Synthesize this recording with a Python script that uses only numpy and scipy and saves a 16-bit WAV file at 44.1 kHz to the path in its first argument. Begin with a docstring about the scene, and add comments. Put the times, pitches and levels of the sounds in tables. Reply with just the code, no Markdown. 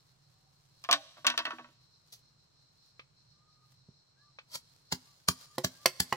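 """A faint low hum, insects and far-off fowl lie over an earth yard; then two split bamboo slats are tossed down.
They land end by end and bounce to rest: struck modes, dense noise for the clatter, bright ticks on the grit.
A blade is jerked along a cane, which cracks open stroke by stroke: swelling noise, a cane tone and a jolt.
Between and after the last strokes a wooden club knocks a machete into a pole, ringing its wall and its hollow.
Light taps, a thud, soft noise and glove brushes fill the gaps; the yard's echoes surround the blows."""
import sys
import numpy as np
from scipy import signal
from scipy.fft import rfft, irfft, next_fast_len
from scipy.io import wavfile
from scipy.ndimage import uniform_filter1d, map_coordinates

SR = 44100
rng = np.random.default_rng(int(sys.argv[2]) if len(sys.argv) > 2 else 0)


def master(y):
    """Save y as 16-bit WAV."""
    cut = np.clip(np.atleast_2d(y).T, -1, 1)
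    pcm = np.round(cut * 32767)  # scale
    wavfile.write(sys.argv[1], SR, pcm.astype(np.int16))


N = 271656
TIME = np.arange(N) / SR  # seconds through the scene
T = np.arange(SR // 2) / SR  # seconds inside one hit

# Dense upper modes of clattering bamboo. Each row: frequency in Hz, relative level in dB.
CLATTER_SPECTRUM = [(100, -31.5), (400, -21.5), (700, -8), (1200, -1), (2000, -3), (3500, 5), (6000, -0.5),
                    (8000, -17), (11000, -17), (15000, -20)]
# Tearing and rubbing fibres. Each row: frequency in Hz, relative level in dB.
FIBRE_SPECTRUM = [(80, -13.5), (250, -8), (500, -2), (1300, -2.5), (2400, -5), (3400, -0.5), (4500, 4.5),
                  (6200, -0.5), (7200, -3), (10000, -7), (14500, -9), (16000, -10.5)]
# Low modes of a dull jolt. Each row: frequency in Hz, relative level in dB, undamped t60 in seconds.
JOLT_MODES = [(88, 1.5, 0.076), (129, -1.5, 0.05), (175, 4, 0.07), (254, -10.5, 0.18), (306, -21, 0.155),
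              (392, -10.5, 0.086)]
CONTACT_S = 0.00059  # time constant with which a contact beds in


def amp(db):
    """Decibels to amplitude."""
    return 10 ** (np.asarray(db) / 20)


def unit(x):
    """Scale to rms 1."""
    return x / np.sqrt(np.mean(x ** 2) + 1e-20)


def struck(x):
    """Scale to rms 1 over the first hundredth of a second."""
    return x / np.sqrt(np.mean(x[..., :SR // 100] ** 2) + 1e-20)


def along(points, hz):
    """Read (Hz, value) points on a logarithmic frequency axis."""
    f, v = np.transpose(points)
    return np.interp(np.log(hz + 1), np.log(f), v)


def filtered(x, response):
    """Multiply the spectrum of x by a response of frequency, which may be complex."""
    n = x.shape[-1]
    m = next_fast_len(n + 8192)
    return irfft(rfft(x, m) * response(np.fft.rfftfreq(m, 1 / SR)), m)[..., :n]


def low_cut(x, hz):
    """A thin body radiates little bass."""
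    return signal.lfilter(*signal.butter(2, hz, "high", fs=SR), x)


def soften(x, hz):
    """A soft contact leaves out the high modes."""
    return struck(signal.lfilter(*signal.butter(2, min(hz, SR / 2 - SR / 20), fs=SR), x))


def fade(t60):
    """Decay by 60 dB in t60 seconds."""
    return np.exp(-np.log(1000) * T / t60)


def onset(seconds):
    """Exponential approach to full strength with this time constant."""
    return 1 - np.exp(-T / seconds)


def wobble(rate):
    """A smooth random curve, rate knots a second."""
    return map_coordinates(rng.standard_normal(int(N * rate / SR) + 4), [TIME * rate])


def noise(spectrum, shape):
    """Coloured noise of rms 1."""
    return unit(filtered(rng.standard_normal(shape), lambda hz: amp(along(spectrum, hz))))


def ring(modes, scatter_db):
    """Modes whose strength and sign depend on the point that is struck."""
    hz, db, t60 = np.transpose(modes)
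    size = amp(db + scatter_db * rng.standard_normal(len(hz))) * rng.choice([-1, 1], len(hz))
    partials = np.sin(2 * np.pi * hz[:, None] * T) * fade(t60[:, None])
    return struck(size @ partials)


def close_pair(shared, own, apart):
    """Two close microphones hear the same bass; their treble differs."""
    return shared + apart * filtered(own, lambda hz: hz / np.hypot(hz, 1500))


def spread(spectrum, apart, ripple_db):
    """Stereo noise for one hit, with resonant humps of its own."""
    humps = rng.standard_normal(SR // 100)  # one knot every 130 Hz
    ripple = lambda hz: amp(ripple_db * map_coordinates(humps, [hz / 130]))
    z = filtered(noise(spectrum, (3, len(T))), ripple)
    return unit(close_pair(z[0], z[1:], apart))


def placed(x, lead_ms, right_db):
    """The left microphone hears the source earlier; the right one picks up a little more bass."""
    side = np.array([[-1], [1]]) / 2
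    gain = lambda hz: amp(side * right_db / (1 + (hz / 900) ** 2))
    delay = lambda hz: np.exp(-2j * np.pi * hz * side * lead_ms / 1000)
    return filtered(x, lambda hz: gain(hz) * delay(hz))


def add(track, s, x):
    """Mix x into the track at time s."""
    part = track[..., round(s * SR):][..., :x.shape[-1]]
    part += x[..., :part.shape[-1]]


def background():
    """A low distant hum, soft moving air and a band of insects: coloured noises with wandering levels."""
    # Distant hum. Each row: frequency in Hz, relative level in dB.
    hum_spectrum = [(30, -19), (65, -14.5), (100, -7.5), (135, 0.5), (170, -7.5), (230, -30), (400, -47.5),
                    (800, -88)]
    # Moving air. Each row: frequency in Hz, relative level in dB.
    air_spectrum = [(25, 0.5), (200, 3), (700, -1), (1200, 0), (2000, -8), (3000, -8), (8000, -10),
                    (11000, -31), (16000, -26.5)]
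    # Insect chorus. Each row: frequency in Hz, relative level in dB.
    insect_spectrum = [(2500, -51), (3600, -17), (4000, 0.5), (4220, 4.5), (4650, -11), (5300, -3.5),
                       (6400, -17.5), (6900, -30.5), (7400, -18.5), (8200, -30.5), (12000, -48.5)]
    hum_pair = noise(hum_spectrum, N) + 0.26 * noise(hum_spectrum, (2, N))  # mostly common to both sides
    hum = amp(-72.5 + 1.1 * wobble(5.4)) * placed(hum_pair, lead_ms=.25, right_db=3.0)
    air = amp(-75.0 + 0.87 * wobble(1.8)) * noise(air_spectrum, (2, N))
    chorus_db = np.interp(TIME, [0, 2.2, 6.1], [-75, -71.5, -72])
    insects = amp(chorus_db + 2.9 * wobble(20)) * noise(insect_spectrum, (2, N))
    return hum + air + insects


def fowl():
    """Thin arching calls, far away, swelling and fluttering in the moving air."""
    # Each row: start in seconds, length in seconds, pitch in Hz,
    # glide from start to end as a share of the pitch, level in dB before a common lift.
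    calls = [(0.116, 0.64, 765, 0, -89), (3.303, 0.45, 1235, .03, -76.5), (4.153, 0.11, 1680, 0.14, -75),
             (4.2, .13, 1185, 0.019, -73.5), (5.04, 0.12, 1175, -0.083, -75.5),
             (5.36, 0.26, 1215, 0, -70.5), (5.526, 0.092, 1775, -.03, -77),
             (5.674, 0.184, 1614, 0.099, -75), (5.781, 0.094, 1180, 0, -64.5)]
    lift_db, arch = 4.5, 0.0364  # both ends dip by the arch, a share of the pitch
    out = np.zeros((2, N))
    for s, length, pitch_hz, glide, db in calls:
        u = np.linspace(0, 1, int(length * SR))
        waver = 1 + .012 * wobble(170)[:len(u)]
        hz = pitch_hz * (1 + glide * (u - .5) - arch * (2 * u - 1) ** 2) * waver
        voice = np.sin(2 * np.pi * np.cumsum(hz) / SR)
        add(out, s, amp(db + lift_db) * np.sin(np.pi * u) * voice)
    return out * amp(3 * wobble(45))


def soft_noise_and_brushes():
    """Soft broadband noise slowly rises and falls in grains; now and then a glove brushes along the cane."""
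    # Slow level of soft broadband noise, with the slats' diffuse tail in it.
    # Each row: time in seconds, level in dB before a common lift.
    slow_level = [(0.0, -80), (0.56, -86.5), (0.81, -73), (1.53, -79), (1.85, -86), (4.37, -95),
                  (4.67, -82), (5.18, -76), (6.16, -61.5)]
    # Single brushes of the glove. Each row: peak in seconds, level in dB.
    brushes = [(.66, -73), (2.18, -68.5), (2.88, -73.5), (3.56, -85), (3.72, -71.5), (4.78, -70.5),
               (5.08, -63.5), (5.42, -59)]
    lift_db, rise_s, fall_s = 4.5, 0.1, 0.036  # the lift is for the slow level, the time constants for brushes
    size = amp(np.interp(TIME, *np.transpose(slow_level)) + lift_db)
    for s, db in brushes:
        away = np.maximum((s - TIME) / rise_s, (TIME - s) / fall_s)
        size = np.hypot(size, amp(db) * np.exp(-away))
    grain_db = 2 * wobble(25) + 3 * wobble(400)
    return size * amp(grain_db) * noise(FIBRE_SPECTRUM, (2, N))


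def thud():
    """One dull jolt of low modes that the earth damps at once."""
    start_s, level_db, earth_t60 = 3.887, -51, .05
    out = np.zeros((2, N))
    add(out, start_s, amp(level_db) * struck(ring(JOLT_MODES, scatter_db=0.7) * fade(earth_t60)))
    return low_cut(out, hz=90.7)


def taps():
    """Wood touches a cane lightly: a short dry tick over a small hollow knock."""
    # Each row: start in seconds, level in dB, contact hardness as cut-off in Hz.
    touches = [(2.9946, -47, 2650), (4.3867, -46, 2900)]
    # Wall of the tapped cane. Each row: frequency in Hz, relative level in dB, t60 in seconds before damping.
    cane_modes = [(510, -6, 0.23), (1208, -0.5, 0.14), (1764, -13.5, 0.15), (2330, 2, 0.051),
                  (2570, 4.5, 0.13), (3957, -7, 0.12), (4260, -2, 0.056)]
    out = np.zeros((2, N))
    for s, db, hard_hz in touches:
        dense = spread(CLATTER_SPECTRUM, apart=.8, ripple_db=3) * fade(.05) * onset(CONTACT_S)
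        wall = ring(cane_modes, scatter_db=1.5) * fade(.09)
        hollow = np.sin(2 * np.pi * 508 * T) * fade(.035)  # the air inside the cane
        add(out, s, amp(db) * (soften(wall + amp(4.5) * dense, hard_hz) + hollow))
    return out


def club():
    """The club drives the blade in: fibres crunch, the pole's wall rings and its hollow booms."""
    # Each row: start in seconds, level in dB, contact hardness as cut-off in Hz, boom in dB, crunch in dB.
    blows = [(5.5808, -34.5, 1220, -33, -35.5), (5.8573, -20.5, 4070, -35.5, -21.5),
             (6.1249, -24.5, 2040, -36.5, -39.5)]
    # Pole with the blade in it. Each row: frequency in Hz, relative level in dB, t60 in seconds before damping.
    pole_modes = [(519, -1.5, 0.029), (694, -0.5, 0.047), (814, 0.5, 0.035), (1058, 7.5, 0.024),
                  (1250, -13.5, 0.099), (1650, -21, 0.098), (1976, 0, 0.037), (2470, -11, 0.024),
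                  (2557, -22, 0.052), (3010, -18, 0.15), (4210, 0, 0.038), (4400, -13, 0.034),
                  (4540, 0, 0.03), (5940, 7, 0.017)]
    # Air inside the pole. Each row: frequency in Hz, relative level in dB, t60 in seconds.
    hollow_modes = [(138, -3, 0.105), (233, 2.5, 0.047), (366.5, -1, 0.14), (517, 4, 0.08)]
    # Bite of the blade. Each row: frequency in Hz, relative level in dB.
    bite_spectrum = [(100, -27.5), (350, -2), (900, -4), (2000, 14.5), (3500, 1.5), (4800, 6.5), (7000, -6),
                     (11000, 6), (15000, -22)]
    grip_t60 = 0.21  # a foot on the pole damps its wall
    out = np.zeros((2, N))
    entering = onset(.0015)
    for s, db, hard_hz, boom_db, crunch_db in blows:
        bite = spread(bite_spectrum, apart=1.0, ripple_db=6.5) * fade(0.047) * entering
        wall = ring(pole_modes, scatter_db=4.5) * fade(grip_t60)
        knock = soften(wall + amp(7) * bite, hard_hz)
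        boom = ring(hollow_modes, scatter_db=0.0)
        crunch = struck(spread(FIBRE_SPECTRUM, apart=0.98, ripple_db=3.0) * fade(0.023) * entering)
        add(out, s, amp(db) * knock + amp(boom_db) * boom)
        add(out, s + .001, amp(crunch_db) * crunch)
    return low_cut(out, hz=105)


def rebounds(landing, count):
    """After a hard landing each flight is shorter, each return weaker and softer."""
    flight_s, flight_kept, loss_db, hardness_kept = .1095, .697, 5.5, 0.53
    slap_s, slap_db = .0125, -5
    s, db, hard_hz = landing[:3]
    k = np.arange(count) + 1
    times = s + np.cumsum(flight_s * flight_kept ** (k - 1))
    return [(t, db - loss_db * n, hard_hz * hardness_kept ** n, slap_s, slap_db)
            for t, n in zip(times, k)]


def contacts_of(landings):
    """One end lands, the far end slaps down softer, and the first end chatters after the same gap."""
    slap_hardness, chatter_db = 0.67, -12
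    contacts = []
    for s, db, hard_hz, gap, slap_db in landings:
        for k, step_db in enumerate([0, slap_db, chatter_db]):
            contacts.append((s + k * gap, db + step_db, hard_hz * slap_hardness ** (k * k)))
    return contacts


def slat(contacts, modes, clatter_t60, snap_db, tick_db, low_hz):
    """Each contact rings the slat's main modes and a crowd of short-lived ones; the ground detunes them."""
    # Hard edge meeting grit. Each row: frequency in Hz, relative level in dB.
    tick_spectrum = [(1500, -23.5), (4000, -5), (6000, 1), (8000, -2), (11000, -5.5), (15000, -13.5)]
    out = np.zeros((2, N))
    bedding = onset(CONTACT_S)
    for s, db, hard_hz in contacts:
        decay = amp(4) * fade(clatter_t60) + amp(snap_db) * fade(.012)
        dense = spread(CLATTER_SPECTRUM, apart=.7, ripple_db=4) * decay * bedding
        detuned = np.array(modes) * [1 + .013 * rng.standard_normal(), 1, 1]
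        body = soften(low_cut(ring(detuned, scatter_db=3.5) + dense, hz=low_hz), hard_hz)
        # the harder the contact, the stronger its bright tick
        tick_size = amp(tick_db) / (1 + (5000 / hard_hz) ** 2)
        tick = struck(spread(tick_spectrum, apart=0.48, ripple_db=3.5) * fade(0.015) * bedding)
        add(out, s, amp(db) * (body + tick_size * tick))
    return low_cut(out, hz=90.94)


def first_slat():
    """The first tossed slat rings at each of its listed landings."""
    # Each row: landing in seconds, level in dB, contact hardness as cut-off in Hz,
    # seconds until the far end slaps down, slap in dB over the landing.
    drop = [(.8395, -45.5, 6000, .008, 0), (.8893, -26.5, 1086, .0087, -6),
            (.9115, -23.5, 6000, 0.0055, -7.5), (.9272, -19, 5431, .0068, -5.5)]
    # Modes of the slat. Each row: nominal frequency in Hz, relative level in dB, t60 in seconds.
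    modes = [(285, -12, .2), (545, -19, .3), (590, -19, .28), (636, -15, .28), (790, -14, .2),
             (700, -1, .07), (1082, 4, .08), (1200, 4, .07), (1480, -6, .09), (1630, -7, .06),
             (1780, -5, .09), (2370, -3, .08), (2870, -2, .07), (3215, 1, .08), (3530, -1, .07),
             (3810, 0, .07), (4170, -2, .07), (4820, -2, .07)]
    return slat(contacts_of(drop), modes, clatter_t60=.08, snap_db=12.5, tick_db=-6.5, low_hz=700)


def second_slat():
    """The second tossed slat also rebounds three times from its hardest landing."""
    # Each row: landing in seconds, level in dB, contact hardness as cut-off in Hz,
    # seconds until the far end slaps down, slap in dB over the landing.
    drop = [(1.169, -57, 795, 0.011, 0.5), (1.246, -35.5, 2120, 0.0055, 0), (1.267, -20, 9950, 0.0049, -5),
            (1.3005, -29.5, 4100, 0.02, -16), (1.5845, -47, 1170, .0095, 0.5),
            (1.644, -52, 1000, 0.022, -22)]
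    # Modes of the slat. Each row: nominal frequency in Hz, relative level in dB, t60 in seconds.
    modes = [(243, -26, .3), (320, -24, .15), (605, -18, .17), (675, -15, .13), (965, -8, .11),
             (1130, -3, .14), (1350, -9, .11), (1500, -6, .17), (1580, -7, .14), (1790, -8, .14),
             (1925, -7, .14), (2160, -8, .12), (2620, -1, .11), (2900, -5, .1), (3195, 2, .1),
             (3785, 0, .09), (4520, -3, .08), (4830, -5, .08), (5400, -2, .05), (5780, -1, .06),
             (6240, -3, .05)]
    hardest = max(drop, key=lambda landing: landing[1])
    contacts = contacts_of(drop + rebounds(hardest, count=3))
    return slat(contacts, modes, clatter_t60=0.07, snap_db=8.5, tick_db=-10.0, low_hz=240.5)


def splitting():
    """Fibre noise swells faster and faster until the cane gives way; it rings briefly and the hand jolts."""
    # Each row: peak in seconds, crack in dB, rise in dB per ms, shelf under 3 kHz in dB,
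    # jolt of blade, hand and cane in dB, cane pitch in Hz, cane ring in dB.
    strokes = [(2.128, -44, 2.5, -8, -85.5, 3480, -52), (4.556, -33, 0.57, -2, -58.5, 1130, -72.5),
               (4.9255, -25, 2.5, 8.5, -36, 985, -33.5), (5.2872, -17.5, 3.5, 2.5, -30.5, 1184, -20),
               (5.647, -23, 3, 1.5, -31.5, 1704, -29.5), (6.0036, -15.5, 4.5, -2, -30.5, 1725, -28)]
    # a harder stroke tears through sooner: its decay halves every so many dB
    tear_t60, reference_db, halves_db = 0.027, -18.5, 13.5
    out = np.zeros((2, N))
    lead = SR // 10  # samples of swell before the peak
    ms_before = np.arange(lead, 0, -1) * 1000 / SR
    for s, db, rise, shelf_db, jolt_db, cane_hz, cane_db in strokes:
        t60 = tear_t60 * 2 ** ((reference_db - db) / halves_db)
        swell = np.concatenate([amp(-rise * ms_before), fade(t60)[:-lead]])
        grain = unit(uniform_filter1d(rng.standard_normal(len(T)), size=24))
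        snaps = unit(amp(2.2 * grain))
        shelf = lambda hz: amp(shelf_db / (1 + (hz / 3000) ** 4))
        tear = filtered(spread(FIBRE_SPECTRUM, apart=1.0, ripple_db=5.5), shelf)
        add(out, s - lead / SR, amp(db) * swell * snaps * tear)
        cane = np.sin(2 * np.pi * cane_hz * T) * fade(0.041)
        jolt = ring(JOLT_MODES, scatter_db=1.34)
        add(out, s - .0015, amp(cane_db) * cane + amp(jolt_db) * jolt)
    return low_cut(out, hz=82)


def yard(x, near_db, far_db):
    """Ground and hut scatter the sound at once; the slopes and trees return a faint long tail."""
    # Decay of the far tail. Each row: frequency in Hz, t60 in seconds.
    tail_t60 = [(100, .4), (400, 1), (1500, 0.8), (4500, 0.98), (9000, 1), (15000, 0.15)]
    white = rng.standard_normal((2, 3, SR))
    early, late = close_pair(white[:, :1], white[:, 1:], 1.2)
    hz, t, z = signal.stft(late, SR, nperseg=256)
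    decay = np.exp(-np.log(1000) * t / along(tail_t60, hz)[:, None])
    far = signal.istft(z * decay, SR, nperseg=256)[1][:, :len(T)]
    far = far * onset(0.067)
    near = early[:, :len(T)] * fade(0.11) * onset(0.0061) ** 2
    echo = amp(near_db) * near / np.linalg.norm(near[0]) + amp(far_db) * far / np.linalg.norm(far[0])
    return x + signal.fftconvolve(x, echo, axes=1)[:, :N]


def scene():
    """The slats and the splitting cane reach the left first; the club is ahead, slightly louder on the right."""
    slats = placed(first_slat() + second_slat(), lead_ms=0.13, right_db=3.0)
    slats = yard(slats, near_db=-16.5, far_db=-30.5)
    knocks = yard(club() * amp([[-1.1], [1.1]]), near_db=-13.0, far_db=-29)
    splits = placed(splitting() + taps() + thud(), lead_ms=0.17, right_db=2.5)
    splits = yard(splits, near_db=-11.5, far_db=-30.0)
    return background() + fowl() + soft_noise_and_brushes() + knocks + slats + splits


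def record(dry):
    """A very steep low-pass closes the microphones' band."""
    top_hz = 15900
    return filtered(dry, lambda hz: 1 / (1 + (hz / top_hz) ** 120))


dry = scene()
out = record(dry)
master(out)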